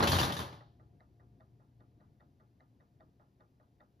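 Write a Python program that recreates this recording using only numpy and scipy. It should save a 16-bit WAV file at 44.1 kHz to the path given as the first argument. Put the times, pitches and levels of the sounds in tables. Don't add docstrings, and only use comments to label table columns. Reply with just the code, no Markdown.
import sys
import numpy as np
from scipy import signal
from scipy.fft import rfft, irfft
from scipy.io import wavfile
from scipy.ndimage import uniform_filter1d

SR = 44100
rng = np.random.default_rng(int(sys.argv[2]) if len(sys.argv) > 2 else 0)


def generate_wav(sig):
    pcm = np.round(np.clip(np.atleast_2d(sig).T, -1, 1) * 32767).astype(np.int16)
    wavfile.write(sys.argv[1], SR, pcm)


N = 176400
LEAD_IN_S = .1
PAD = int(LEAD_IN_S * SR)
AGE_S = np.arange(N + PAD) / SR

# start in seconds, strength in dB, extra treble in dB,
# push on the case in dB, pitch of the flap's ring in Hz.
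LANDINGS = [(-.02, 4, -13, -2, 3400), (.003, 1, -15, -4.5, 3600), (.024, 2.5, -5, -3.5, 4400),
            (.035, 2, -20, -3, 3600), (.071, -1.5, 4, -2.5, 3050), (.085, -7.5, 2.5, 5.5, 3450),
            (.116, -4, 4.5, -3, 4200), (.129, 0.5, -5, 2.5, 3300), (.151, -8, 4, 6, 3900),
            (.164, -2, -10.5, -9.5, 3550), (.184, -4, 5, -3.5, 3000), (.197, -2.5, -3, -5.5, 4500),
            (.212, -3, -9, 0.5, 3500), (.229, -3.5, 0.5, -3.5, 3700), (0.244, -11, -3, -6, 4100),
            (.279, -6, -13, -2.5, 3800), (.297, -6.5, -15.5, -12, 3300), (0.32, -16.5, 7.5, -19.5, 3300),
            (.365, -11.5, 0.5, -12, 3700), (.389, -10, -1.5, -10.5, 3600), (.399, -11.5, -6.5, -10, 3200),
            (.415, -12.5, -18, -8.5, 3500), (.454, -35, -7, -10.5, 3500), (.525, -21, -11.5, -19.5, 3500)]
# frequency in Hz, relative density in dB per Hz.
SLAP_COLOUR = [(50, -15), (150, 4.5), (320, 1), (540, -2.5), (1000, 2), (1300, 0), (1900, -8.5),
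               (2450, -14), (3000, -9.5), (4300, -9.5), (6500, -18), (8200, -26), (10000, -21),
               (14500, -26.5)]
SLAP_DB, SLAP_T60_S, SLAP_RISE_S, SLAP_SPREAD_DB = -2.9, 0.05146, 0.0024, 1
TREBLE_HZ = 2400
BOUNCES_PER_S, BOUNCE_DB, BOUNCE_DECAY_S = 260, -7.5, 0.014
# frequency in Hz, t60 in seconds.
ROOM_DECAY = [(100, .21), (500, .52), (2000, 0.38), (4000, .52), (9000, .26)]
ROOM_DB, ROOM_RISE_S = -4, 0.01
# frequency in Hz, level in dB per unit blow, t60 in seconds.
PART_MODES = [(315.4, -48, 0.3), (393, -51, .4), (428.6, -48.5, .35), (568, -43, .4), (820, -56.5, 0.96),
              (868, -54.5, 0.4), (1041, -57, 0.46), (1370, -56, .55), (1762, -58, .5)]
PART_DETUNE = .008
# frequency in Hz, level in dB per unit push, t60 in seconds.
CASE_MODES = [(60.83, -46.5, 0.22), (89.7, -31.5, 0.16), (130, -37, 0.3), (166, -45, 0.52),
              (274.4, -48, .2)]
CASE_LOW_HZ = 47.3
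BEND_DB, BEND_T60_S, BEND_SCATTER = -37.5, .14, .06
# frequency in Hz, relative density in dB per Hz.
RUSTLE_TINT = [(800, -24.5), (3500, -5), (6200, 3.5), (8200, -10), (9500, 2.5), (13500, -4.5)]
RUSTLE_DB, GRAINS_PER_S, RUSTLE_T60_S, RUSTLE_RISE_S = -37.5, 11000, 0.27, 0.0085
# frequency in Hz, level in dB relative to HUM_DB at 1 s, fall in dB per second.
HUM_TONES = [(116.6, 0, 4.5), (141, -7.5, 3.5), (200.5, -15, 2), (706, -21, 3)]
HUM_DB, HUM_WAVER_DB, HUM_WANDER_CYCLES = -62, 3, .12
WAVER_PER_S = 14
# frequency in Hz, relative density in dB per Hz.
AIR_COLOUR = [(20, -25.5), (45, -3.5), (80, 3.5), (110, 3.5), (170, -4), (260, -3), (400, -10.5),
              (520, -18), (1000, -26), (2000, -37), (5000, -41), (8000, -47)]
AIR_DB, AIR_FALL_DB_PER_S, RUMBLE_WAVER_DB = -63.5, 1.92, 2.1
# start in seconds, unlocking in dB, landing in dB.
TICKS = [(.601, -9, 4), (0.797, -0.5, -9.5), (0.999, -11, -1), (1.197, -3, -7), (1.400, -6, -1),
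         (1.598, -4.5, -11.5), (1.799, -11, -3), (2, -7.5, -2.5), (2.199, -8, -1.5), (2.399, -2.5, -6),
         (2.599, -10, -2), (2.800, -7.5, -4), (3.000, -6, 1), (3.197, 0, -12), (3.400, -6, -0.5),
         (3.599, -2, -15), (3.799, -7.5, 2), (3.996, -3.5, -10)]
LANDING_DELAY_S, UNLOCK_SOFT_HZ, TICK_RISE_S = .006, 2080, 0.0006
# frequency in Hz, level in dB before scatter, t60 in seconds.
ESCAPEMENT_MODES = [(610.6, -61, 0.15), (779, -69, 0.076), (1240, -67.5, 0.2), (1467.5, -69.5, 0.075),
                    (1892, -55, 0.016), (1977, -63.5, 0.032), (2526, -81, 0.011), (3712, -71.5, 0.024),
                    (4457, -74.5, 0.015)]
TICK_DETUNE, TICK_SPREAD_DB = .02, 1
# frequency in Hz, relative density in dB per Hz.
HOLLOW_COLOUR = [(200, -3.5), (480, -1), (620, -6.5), (810, 1), (1000, -6), (1270, -1), (1400, -3),
                 (1600, -14), (2000, -17), (2250, -32), (4200, -40), (7000, -47)]
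HOLLOW_DB, HOLLOW_T60_S, HOLLOW_RISE_S = -37, 0.15, .008
TOCK_RING_DB, TOCK_ECHO_T60_S = -3, .22
# frequency in Hz, difference in dB.
SIDE_BALANCE = [(680, 2.2), (1240, -2.5), (2260, 1.47), (4150, 3.96), (7600, 1.48), (13900, 0.08)]
# frequency in Hz, phase in radians (negative: left lags).
SIDE_PHASE = [(600, 0), (1250, -2.6), (1900, -6.1), (4700, -5.8), (6800, -7.6), (9500, -10.1),
              (11000, -12.4), (13000, -13.6)]
# frequency in Hz, share from 0 to 1.
DIFFUSE_SHARE = [(80, .02), (250, .09), (600, .3), (1500, .35), (4000, .3), (10000, .12)]
TOP_HZ = 14100


def undb(db):
    return 10 ** (np.asarray(db) / 20)


def at(points, hz):
    f, v = np.array(points, float).T
    return np.interp(np.log(np.maximum(hz, 1)), np.log(f), v)


def freqs(x):
    return np.fft.rfftfreq(x.shape[-1], 1 / SR)


def colour(x, points):
    return irfft(rfft(x) * undb(at(points, freqs(x))), x.shape[-1])


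def soften(x, hz):
    return signal.sosfilt(signal.butter(2, min(hz, SR / 4), fs=SR, output="sos"), x + 1e-18)


def cut_below(x, hz):
    return signal.sosfilt(signal.butter(2, hz, "high", fs=SR, output="sos"), x + 1e-18)


def t60_fade(t, t60_s):
    return np.exp(-np.log(1000) * t / t60_s)


def noise(size):
    spectra = rfft(rng.standard_normal((3, size)))
    hz = np.fft.rfftfreq(size, 1 / SR)
    share = np.clip(at(DIFFUSE_SHARE, hz), 0, 1)
    return irfft(spectra[0] * np.sqrt(1 - share) + spectra[1:] * np.sqrt(share), size)


def waver():
    k = int(SR / max(WAVER_PER_S, 1))
    return uniform_filter1d(np.repeat(rng.standard_normal(N // k + 1), k), k)[:N]


def dense_ring(points, t60, rise_s):
    t, white, out = AGE_S[:SR // 2], noise(SR // 2), 0
    f, spectrum = freqs(white), rfft(white)
    rise = 1 - np.exp(-(t / rise_s) ** 2)
    for hz in 31.25 * 2 ** np.arange(10):
        window = np.maximum(0, 1 - np.abs(np.log2(np.maximum(f, 1) / hz)))
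        decay_s = t60 if np.isscalar(t60) else at(t60, hz)
        band = irfft(spectrum * window, len(t)) * t60_fade(t, decay_s) * rise
        out = out + band * np.sqrt(hz / np.sum(band ** 2))
    out = colour(np.pad(out, ((0, 0), (0, len(t)))), points)[:, :len(t)]
    return out / np.sqrt(np.sum(out ** 2) / 2)


def modes(table):
    t, out = AGE_S[:SR], 0
    for k, (hz, db, t60_s) in enumerate(table):
        out = out + (-1) ** k * undb(db) * np.sin(2 * np.pi * hz * t) * t60_fade(t, t60_s)
    return out[None]


def detuned(table, share, spread_db):
    return [(hz * (1 + share * rng.standard_normal()), db + spread_db * rng.standard_normal(), t60_s)
            for hz, db, t60_s in table]


def blows(times_s, db):
    out = np.zeros(len(AGE_S))
    index = np.round(np.asarray(times_s) * SR).astype(int) + PAD
    inside = (index >= 0) & (index < len(out))
    np.add.at(out, index[inside], undb(db)[inside])
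    return out


def excite(force, response):
    return signal.fftconvolve(force[None], response, axes=1)[:, PAD:PAD + N]


def rattle(rows, count=14):
    start_s, db, treble_db, _, _ = np.array(rows).T[:, :, None]
    lag_s = np.cumsum(rng.uniform(.2, 1.8, (len(rows), count)), axis=1) / BOUNCES_PER_S
    lag_s[:, 0] = 0
    contact_s = start_s + lag_s
    contact_db = db + (lag_s > 0) * BOUNCE_DB + 20 * np.log10(np.exp(-lag_s / BOUNCE_DECAY_S))

    def force(level_db):
        return blows(contact_s[:, ::2], level_db[:, ::2]) - blows(contact_s[:, 1::2], level_db[:, 1::2])

    body = soften(force(contact_db), TREBLE_HZ)
    treble = cut_below(force(contact_db + treble_db), TREBLE_HZ)
    return body - treble


def case_boom():
    start_s, _, _, push_db, _ = np.array(LANDINGS).T
    return excite(cut_below(blows(start_s, push_db), CASE_LOW_HZ), modes(CASE_MODES))


def flaps(count=6):
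    out = 0
    for k in range(count):
        contacts = rattle(LANDINGS[k::count])
        tint = [(hz, db + SLAP_SPREAD_DB * rng.standard_normal()) for hz, db in SLAP_COLOUR]
        slap = dense_ring(tint, SLAP_T60_S, SLAP_RISE_S) * undb(SLAP_DB)
        echo = dense_ring(SLAP_COLOUR, ROOM_DECAY, ROOM_RISE_S) * undb(ROOM_DB)
        parts = modes(detuned(PART_MODES, PART_DETUNE, 0))
        out = out + excite(contacts, slap + echo) + excite(contacts, parts)
    return out


def bending():
    out, t = np.zeros((2, len(AGE_S) + SR)), AGE_S[:SR // 3]
    fade = (1 - np.exp(-t / SLAP_RISE_S)) * t60_fade(t, BEND_T60_S)
    for start_s, db, treble_db, _, hz in LANDINGS:
        detune, phase, side_phase = rng.standard_normal((3, 8, 1))
        angle = 2 * np.pi * (hz * (1 + BEND_SCATTER * detune) * t + phase)
        ring = np.array([np.sin(angle + side * side_phase).sum(axis=0) for side in (.5, -.5)])
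        i = max(int(start_s * SR) + PAD, 0)
        out[:, i:i + len(t)] += ring * fade * undb(db + treble_db + BEND_DB)
    return out[:, PAD:PAD + N]


def rustle():
    start_s, db, treble_db, _, _ = np.array(LANDINGS).T
    t = AGE_S[:SR]
    fade = (1 - np.exp(-t / RUSTLE_RISE_S)) * t60_fade(t, RUSTLE_T60_S)
    power = excite(blows(start_s, db + treble_db) ** 2, fade[None] ** 2)
    grains = (rng.random(N) < GRAINS_PER_S / SR) * rng.exponential(1, N)
    slips = .5 + 8 * uniform_filter1d(grains, size=8)
    x = colour(noise(N) * slips, RUSTLE_TINT)
    return x / x.std() * np.sqrt(np.abs(power)) * undb(RUSTLE_DB)


def hum():
    t, out = AGE_S[:N], 0
    for hz, db, fall_db_per_s in HUM_TONES:
        level_db = HUM_DB + db - fall_db_per_s * (t - 1) + HUM_WAVER_DB * waver()
        cycles = hz * t + rng.random() + HUM_WANDER_CYCLES * waver()
        out = out + undb(level_db) * np.sin(2 * np.pi * cycles)
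    return out


def air():
    x = colour(noise(N), AIR_COLOUR)
    x = x / x.std() * undb(AIR_DB)
    rumble = irfft(rfft(x) / (1 + (freqs(x) / 900) ** 2), N)
    hiss = x - rumble
    return hiss + rumble * undb(RUMBLE_WAVER_DB * waver() - AIR_FALL_DB_PER_S * AGE_S[:N])


def escapement(count=8):
    out = 0
    for k in range(count):
        start_s, unlock_db, landing_db = np.array(TICKS[k::count]).T
        ring_db, echo_t60_s = (TOCK_RING_DB, TOCK_ECHO_T60_S) if k % 2 else (0, HOLLOW_T60_S)
        unlocking = soften(blows(start_s, unlock_db), UNLOCK_SOFT_HZ)
        landing = blows(start_s + LANDING_DELAY_S, landing_db)
        rise = 1 - np.exp(-AGE_S[:SR] / TICK_RISE_S)
        ring = modes(detuned(ESCAPEMENT_MODES, TICK_DETUNE, TICK_SPREAD_DB)) * rise * undb(ring_db)
        hollow = dense_ring(HOLLOW_COLOUR, echo_t60_s, HOLLOW_RISE_S) * undb(HOLLOW_DB)
        out = out + excite(unlocking + landing, ring[:, :hollow.shape[1]] + hollow)
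    return out


def scene():
    x = case_boom() + flaps() + bending() + rustle() + hum() + air() + escapement()
    x = np.pad(x, ((0, 0), (0, PAD)))
    f, side = freqs(x), np.array([[.5], [-.5]])
    sides = undb(side * at(SIDE_BALANCE, f)) * np.exp(1j * side * at(SIDE_PHASE, f))
    return irfft(rfft(x) * sides, x.shape[-1])[:, :N]


def record(dry):
    return signal.sosfilt(signal.ellip(8, .2, 70, TOP_HZ, fs=SR, output="sos"), dry)


dry = scene()
out = record(dry)
generate_wav(out)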